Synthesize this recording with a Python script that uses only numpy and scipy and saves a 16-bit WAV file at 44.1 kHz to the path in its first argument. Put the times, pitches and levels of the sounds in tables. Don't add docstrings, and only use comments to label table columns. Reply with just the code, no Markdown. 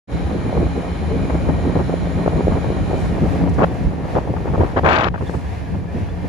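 import sys
import numpy as np
from scipy.fft import rfft, irfft, next_fast_len
from scipy.io import wavfile
from scipy.ndimage import uniform_filter1d, minimum_filter1d, map_coordinates

SR = 44100
rng = np.random.default_rng(int(sys.argv[2]) if len(sys.argv) > 2 else 0)


def transcribe(u):
    v = np.clip(np.atleast_2d(u).T, -1, 1)
    q = np.round(v * 32767).astype(np.int16)
    wavfile.write(sys.argv[1], SR, q)


N = 277080
TIME = np.arange(N) / SR

# frequency in Hz, coherence.
SHIP_COHERENCE = [(60, 0.056), (400, 0.29), (1300, 0.026), (2400, 0.63), (4400, 0.28), (8000, 0.25),
                  (14000, -0.16)]


def amp(db):
    return 10 ** (np.asarray(db) / 20)


def unit(x):
    return x / np.sqrt(np.mean(x ** 2) + 1e-20)


def along(points, hz):
    knots_hz, values = np.transpose(points)
    return np.interp(np.log(hz + 1), np.log(knots_hz + 1), values)


def curve(points):
    return np.interp(TIME, *np.transpose(points))


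def bell(peak_s, half_width_s):
    return np.exp(-np.minimum(((TIME - peak_s) / half_width_s) ** 2, 50))


def wobble(knots_per_s):
    return map_coordinates(rng.standard_normal(N // 8), [TIME * knots_per_s + 2], mode="wrap")


def tone(hz):
    return np.sin(2 * np.pi * np.cumsum(hz) / SR)


def filtered(x, response):
    size = next_fast_len(N + 8192)
    return irfft(rfft(x, size) * response(np.fft.rfftfreq(size, 1 / SR)), size)[..., :N]


def resonance(x, centre_hz, width_hz):
    return filtered(x, lambda hz: 1 / (1 + (2 * (hz - centre_hz) / width_hz) ** 2))


def coloured(x, spectrum):
    return unit(filtered(x, lambda hz: amp(along(spectrum, hz))))


def noise_pair(coherence):
    def mid_side_gains(hz):
        angle = np.arccos(np.clip(along(coherence, hz), -1, 1)) / 2
        return np.array([np.cos(angle), np.sin(angle)])
    mid, side = filtered(rng.standard_normal((2, N)), mid_side_gains)
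    return np.array([mid + side, mid - side])


def steadied(x, window_s):
    power = uniform_filter1d(np.mean(x ** 2, axis=0), max(int(window_s * SR), 8))
    return x / np.sqrt(np.abs(power) + 0.0066)


def wind(usual_db=-25.5, rumble_db=-25, rumble_db_per_db=0.41, eddy_top_hz=507):
    # time in seconds, level in dB.
    level = [(0.1, -31), (0.5, -25), (0.9, -32), (1.3, -24.5), (2.0, -27.5), (2.55, -24), (2.88, -28),
             (3.5, -22.5), (3.74, -30), (3.9, -31.5), (4.19, -27.5), (4.235, -32), (4.28, -32.5),
             (4.63, -27), (4.7, -33.5), (4.8, -28), (5.15, -38), (5.5, -42.5), (5.95, -35.5), (6.28, -37.5)]
    # frequency in Hz, relative density in dB.
    rumble_spectrum = [(15, -45), (26, -35), (40, -8), (58, -0.5), (100, -4.5), (160, -7.5), (260, -20),
                       (500, -25), (3000, -120)]
    flutter_spectrum = [(25, -29), (120, -2.5), (220, 0.5), (450, -4.5), (750, -8), (1100, -17.5),
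                        (1600, -27), (3000, -42), (12000, -120)]

    def churn():
        lumps = amp(2 * wobble(70) + 3 * wobble(330))
        return lumps * noise_pair([(120, 0.66), (380, 0.92), (700, 0.69), (1200, 0.44)])

    level_db = curve(level)
    rumble_swell, puff_swell = eddy_swells()
    rumble_gain = amp(rumble_db + rumble_db_per_db * (level_db - usual_db) + 3.5 * wobble(21.94))
    flutter_gain = amp(level_db + 2.87 * wobble(21.875))
    rumble = coloured(noise_pair([(60, 0.6), (150, 0.44)]), rumble_spectrum)
    rumble = steadied(rumble, window_s=0.088)
    flutter = steadied(coloured(churn(), flutter_spectrum), window_s=0.086)
    dull_churn = filtered(churn(), lambda hz: 1 / (1 + (hz / eddy_top_hz) ** 4))
    puffs = steadied(coloured(dull_churn, flutter_spectrum), window_s=0.041)
    return np.hypot(rumble_gain, rumble_swell) * rumble + flutter_gain * flutter + puff_swell * puffs


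def eddy_swells(half_width_s=0.024, gain_db=2.5):
    # peak time in seconds, rumble and puff levels in relative dB.
    eddies = [(0.152, -21, -31), (0.28, -44, -33), (0.467, -22, -25.5), (0.59, -18, -26.5),
              (0.655, -21, -29), (1.02, -30, -26), (1.235, -23.5, -30), (1.34, -19.5, -45),
              (1.431, -35, -25), (1.678, -24, -21.5), (2.17, -21.5, -35), (2.36, -18.5, -33),
              (2.45, -21, -34), (2.55, -19.5, -33), (2.8, -25.5, -33), (3.115, -26, -24),
              (3.236, -19.5, -19), (3.81, -26, -30), (3.87, -16.5, -31), (4.308, -21.5, -23.5),
              (4.48, -39, -27.5), (4.6, -15.5, -34), (4.845, -19.5, -38), (5.225, -21.5, -32),
              (5.36, -22.5, -42), (5.754, -22.5, -28), (5.96, -28, -27), (6.023, -23, -33),
              (6.254, -23.5, -31.5)]
    return amp(gain_db) * sum(amp([[rumble_db], [puff_db]]) * bell(peak_s, half_width_s)
                              for peak_s, rumble_db, puff_db in eddies)


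def gusts(edge_s=0.0033, thump_sag_db_per_s=51, rasp_sag_db_per_s=38, tear_build_s=0.037):
    # start and length in seconds, thump top in Hz, thump and rasp levels in dB.
    hits = [(0.328, 0.045, 500, -20, -53), (0.567, 0.018, 626, -17.5, -33), (0.606, 0.028, 555, -16, -42),
            (0.753, 0.045, 720, -23.5, -52), (1.102, 0.081, 496, -22, -57), (1.298, 0.012, 850, -19, -28),
            (1.343, 0.016, 900, -20, -42), (1.482, 0.022, 820, -20.5, -33), (1.753, 0.023, 710, -16, -35),
            (1.789, 0.03, 830, -18, -36), (2.26, 0.0052, 1060, -18, -23), (2.277, 0.0056, 900, -12, -27),
            (2.366, 0.038, 786, -19.5, -44), (2.643, 0.029, 830, -22, -41), (2.935, 0.013, 700, -18, -48),
            (3.585, 0.013, 1020, -14, -24), (3.6, 0.016, 895, -13, -28), (3.615, 0.014, 880, -6.5, -14.5),
            (3.631, 0.017, 930, -9.5, -14), (4.152, 0.038, 910, -15.5, -30), (4.272, 0.032, 800, -24, -44),
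            (4.364, 0.01, 965, -24, -29), (4.455, 0.0056, 940, -24, -34), (4.468, 0.021, 900, -23, -34),
            (4.536, 0.025, 980, -20, -35), (4.572, 0.04, 566, -18, -34), (4.604, 0.049, 980, -19, -29),
            (4.66, 0.08, 900, -33, -36.5), (4.763, 0.034, 940, -13.5, -17.5),
            (4.834, 0.018, 800, -19.5, -27), (4.845, 0.026, 950, -16.5, -13.5),
            (4.862, 0.2263, 880, -15, -10), (5.138, 0.025, 895, -26.5, -27), (5.176, 0.012, 900, -37, -31),
            (5.21, 0.018, 1060, -26, -39), (5.294, 0.007, 860, -24, -30), (5.335, 0.02, 910, -23, -34),
            (5.444, 0.0054, 1050, -29, -44), (5.741, 0.018, 1000, -31, -45),
            (6.085, 0.0089, 1046, -40, -40)]
    rasp_power, hardness = np.zeros((2, N))
    thumps = np.zeros((2, N))
    lumps = amp(2.85 * wobble(260))
    churn = lumps * noise_pair([(100, 0.98), (450, 0.62), (900, 0.35), (1800, 0.3)])
    for start_s, length_s, top_hz, thump_db, rasp_db in hits:
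        on = np.abs(TIME - start_s - length_s / 2) < length_s / 2 + 0.03
        age_s = TIME[on] - start_s
        gate = np.clip(0.5 + np.minimum(age_s, length_s - age_s) / edge_s, 0, 1)
        thumps[:, on] += amp(thump_db - thump_sag_db_per_s * age_s) * thump(churn[:, on], gate, top_hz)
        rasp_power[on] += (gate * amp(rasp_db - rasp_sag_db_per_s * age_s)) ** 2
        hardness[on] += gate ** 2 * amp(rasp_db) * np.clip(age_s / tear_build_s, 0, 1)
    return thumps + np.sqrt(rasp_power) * rasp(lumps, hardness)


def thump(churn, gate, top_hz, reference_top_hz=788):
    # frequency in Hz, relative density in dB.
    spectrum = [(20, -52), (70, 7.5), (200, 5), (500, 4), (780, 0.5), (1100, -10.5), (1500, -26.5),
                (2100, -35), (3000, -42), (6000, -49), (14000, -100)]
    size = next_fast_len(len(gate))
    hz = np.fft.rfftfreq(size, 1 / SR)
    response = amp(along(spectrum, hz * reference_top_hz / top_hz))
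    pressure = gate * irfft(rfft(churn, size) * response, size)[:, :len(gate)]
    return pressure / np.sqrt(np.sum(pressure ** 2) / 2 / np.sum(gate ** 2))


def rasp(lumps, hardness, tear_db=-9, lee_lead_s=0.00023):
    # frequency in Hz, relative density in dB.
    rasp_spectrum = [(100, -58), (350, -12), (750, 0.5), (1200, 4), (1600, 2), (2100, -8), (3100, -19),
                     (4200, -45), (5500, -43), (7000, -44), (9000, -58), (14000, -95)]
    tear_spectrum = [(900, -21), (2200, 7), (3300, 1.5), (4300, -6), (5500, -15.5), (7200, -22),
                     (8800, -43), (13000, -83)]
    # frequency in Hz, gain in dB.
    lee = [(600, 3.5), (950, -3), (1450, -16.5), (2200, -15.5), (4000, -33)]
    crackle = lumps * amp(3 * wobble(1700)) * rng.standard_normal((1, N))
    crackle = steadied(coloured(crackle, rasp_spectrum), window_s=0.014)[0]
    spurts = amp(10.5 * np.tanh(wobble(780) - 0.5)) * rng.standard_normal((1, N))
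    tear = steadied(coloured(spurts, tear_spectrum), window_s=0.043)[0]
    left = crackle + amp(tear_db) * np.sqrt(hardness / hardness.max()) * tear
    right = filtered(left, lambda hz: amp(along(lee, hz)) * np.exp(2j * np.pi * hz * lee_lead_s))
    return np.array([left, right])


def slaps(half_width_cycles=0.5, right_lead_s=0.00028, left_bias_db=1):
    # time in seconds, pitch in Hz, envelope peak in dB averaged over both ports.
    strikes = [(0.529, 537, -9.5), (0.779, 334, -11), (1.18, 360, -13), (1.301, 520, -19),
               (1.49, 385, -8.5), (1.667, 269, -11), (1.699, 373, -11), (1.766, 397, -8), (1.941, 437, -5),
               (2.073, 510, -12.5), (2.262, 476, -5.5), (2.28, 390, -5.5), (2.472, 440, -5.5),
               (2.482, 444, -1), (2.524, 780, -14), (2.704, 397, -7.5), (2.902, 298, -8.5),
               (2.933, 470, -7), (3.638, 1700, -13), (4.17, 633, -5.5), (4.34, 600, -9),
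               (4.458, 400, -14.5), (4.545, 460, -11), (4.608, 533, -6), (4.635, 590, -3),
               (4.894, 2600, -16), (4.937, 2800, -14), (4.951, 2700, -17), (5.147, 530, -24),
               (5.297, 310, -15.5)]
    out = np.zeros((2, N))
    for (peak_s, hz, db), phase in zip(strikes, rng.uniform(0, 2 * np.pi, len(strikes))):
        on = np.abs(TIME - peak_s) < 0.02
        cycles = hz * (TIME[on] - peak_s + right_lead_s * np.array([[-0.5], [0.5]]))
        envelope = amp(db) * np.exp(-(cycles / half_width_cycles) ** 2)
        out[:, on] += envelope * np.sin(2 * np.pi * cycles + phase)
    return out * amp([[left_bias_db], [-left_bias_db]])


def engines(sway_db=1.5):
    # centre and width in Hz, relative level in dB.
    orders = [(76.8, 4.4, -34), (171.6, 12.6, -31.5), (275, 20.4, -39)]
    # time in seconds, gain in dB.
    reach = [(0, 0.5), (0.9, 2), (1.2, 7), (1.8, 5.5), (3.0, 5), (3.5, 9.5), (3.9, 1), (4.7, -6.5),
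             (5.4, -1.5)]
    drone = np.zeros((2, N))
    for centre_hz, width_hz, db in orders:
        band = resonance(noise_pair([(100, 0.3)]), centre_hz, width_hz)
        drone += amp(db + sway_db * wobble(9)) * steadied(unit(band), window_s=0.76)
    return drone * amp(curve(reach))


def deck():
    # time in seconds, gain in dB.
    level = [(0, -45), (2.95, -44.5), (3.4, -39), (3.7, -43), (4.8, -44), (5.12, -50), (5.3, -44),
             (5.6, -46.5), (6.28, -44)]
    # time in seconds, ventilator share of the power crossfade from 0 to 1.
    facing = [(0, 0.68), (3.0, 0.77), (3.2, 0.02), (3.8, 0.04), (6.28, 0)]
    share = curve(facing)
    return amp(curve(level)) * (np.sqrt(share) * ventilators() + np.sqrt(1 - share) * bow_wash())


def ventilators(roar_db=12, whine_db=-1, waver_hz=4.2):
    # frequency in Hz, relative density in dB.
    roar_spectrum = [(60, -2), (200, 4.5), (700, 4.5), (1200, -0.5), (2450, -7), (2580, -12.5),
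                     (2800, -10.5), (4200, -13), (5000, -19.5), (7200, -22), (8500, -36), (9600, -18.5),
                     (11000, -23.5), (11900, -49), (13700, -32), (15000, -50)]
    # pitch in Hz, relative level in dB.
    whines = [(1637, -8.5), (1746, -11), (1868, -12), (3042, -18), (4054, -20)]
    out = amp(roar_db) * coloured(plating(noise_pair(SHIP_COHERENCE)), roar_spectrum) + ducts()
    for hz, db in whines:
        out += amp(whine_db + db + 4.3 * wobble(3.76)) * tone(hz + waver_hz * wobble(12))
    return out


def ducts(sway_db=2):
    # centre and width in Hz, relative gain in dB.
    modes = [(1866, 47, 0), (2176, 100, 0), (2335, 72, -2.5), (2430, 88, -1.5), (3080, 78, -3.5),
             (3920, 150, -10.5), (4100, 170, -9), (5440, 290, -16), (6880, 510, -14)]
    air = plating(noise_pair(SHIP_COHERENCE))
    return unit(sum(amp(db + sway_db * wobble(4.89)) * resonance(air, centre_hz, width_hz)
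                    for centre_hz, width_hz, db in modes))


def bow_wash(gain_db=15, sway_db=1.95):
    # frequency in Hz, relative density in dB.
    spectrum = [(30, -3), (70, 27.5), (170, 7.5), (400, 4.5), (850, 3.5), (1350, -10), (1780, -3),
                (2050, -8.5), (2400, -9), (3100, -15.5), (5000, -21), (7000, -25), (8500, -33.5),
                (10200, -25), (12000, -40), (13700, -30.5), (15000, -48)]
    surge = amp(gain_db + sway_db * wobble(9.2))
    return surge * coloured(plating(noise_pair(SHIP_COHERENCE)), spectrum)


def plating(x, count=14, longest_s=0.035, echo_db=-15, dull_hz=5500):
    delays = (rng.uniform(0.003, longest_s, count) * SR).astype(int)
    echoes = sum(np.roll(x, delay, axis=-1) for delay in delays)
    return x + amp(echo_db) * filtered(echoes, lambda hz: 1 / np.hypot(1, hz / dull_hz))


def brief_tones(waver_hz=16):
    # peak time and half-width in seconds, pitch in Hz, peak level in dB.
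    swells = [(0.95, 0.24, 3050, -55), (1.14, 0.05, 457, -23), (3.46, 0.069, 283.3, -21.5)]
    return sum(amp(db) * bell(peak_s, half_width_s) * tone(hz + waver_hz * wobble(60))
               for peak_s, half_width_s, hz, db in swells)


def chirps(pitch_hz=1705, roughness=0.026, linger_db=-8, linger_s=0.11):
    # peak time in seconds, tone and overtone levels in dB.
    squeaks = [(5.275, -45, -43.5), (5.47, -42.5, -54), (5.68, -42.5, -60), (5.888, -41, -60),
               (6.097, -44.5, -50)]
    out = np.zeros(N)
    for peak_s, tone_db, overtone_db in squeaks:
        age_s = TIME - peak_s
        glide = 1 + 0.036 * np.tanh(age_s / 0.018)
        hz = pitch_hz * (glide + roughness * wobble(300))
        swell = bell(peak_s, half_width_s=0.015)
        tail = amp(linger_db) * (age_s > 0) * np.exp(-np.abs(age_s) / linger_s)
        out += amp(tone_db) * np.maximum(swell, tail) * tone(hz)
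        out += amp(overtone_db) * swell * tone(2 * hz)
    return out


def rustles(grain_db=2):
    # peak time and half-width in seconds, level in dB.
    swishes = [(3.02, 0.084, -51), (3.31, 0.05, -56), (3.495, 0.008, -50), (3.545, 0.01, -49.5),
               (3.745, 0.007, -53.5), (3.835, 0.007, -56), (5.33, 0.1, -53.5)]
    # frequency in Hz, relative density in dB.
    spectrum = [(1500, -30), (4000, 6), (7000, 4), (10500, -2), (12000, -10), (15000, -15)]
    envelope = sum(amp(db) * bell(peak_s, half_width_s) for peak_s, half_width_s, db in swishes)
    hiss = amp(grain_db * wobble(350)) * noise_pair([(5000, 0.35)])
    return envelope * coloured(hiss, spectrum)


def scene():
    return engines() + deck() + wind() + gusts() + slaps() + brief_tones() + rustles() + chirps()


def record(dry, opens_s=0.073, fade_in_s=0.057, fade_out_s=0.003, ceiling=0.93, top_hz=15100):
    live = dry * np.clip((TIME - opens_s) / fade_in_s, 0, 1)
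    live *= np.minimum(1, (TIME[-1] - TIME) / fade_out_s)
    needed_gain = np.minimum(1, ceiling / (np.abs(live).max(axis=0) + 1e-9))
    gain = uniform_filter1d(minimum_filter1d(needed_gain, size=400), size=300)
    return filtered(live * gain, lambda hz: hz < top_hz)


dry = scene()
out = record(dry)
transcribe(out)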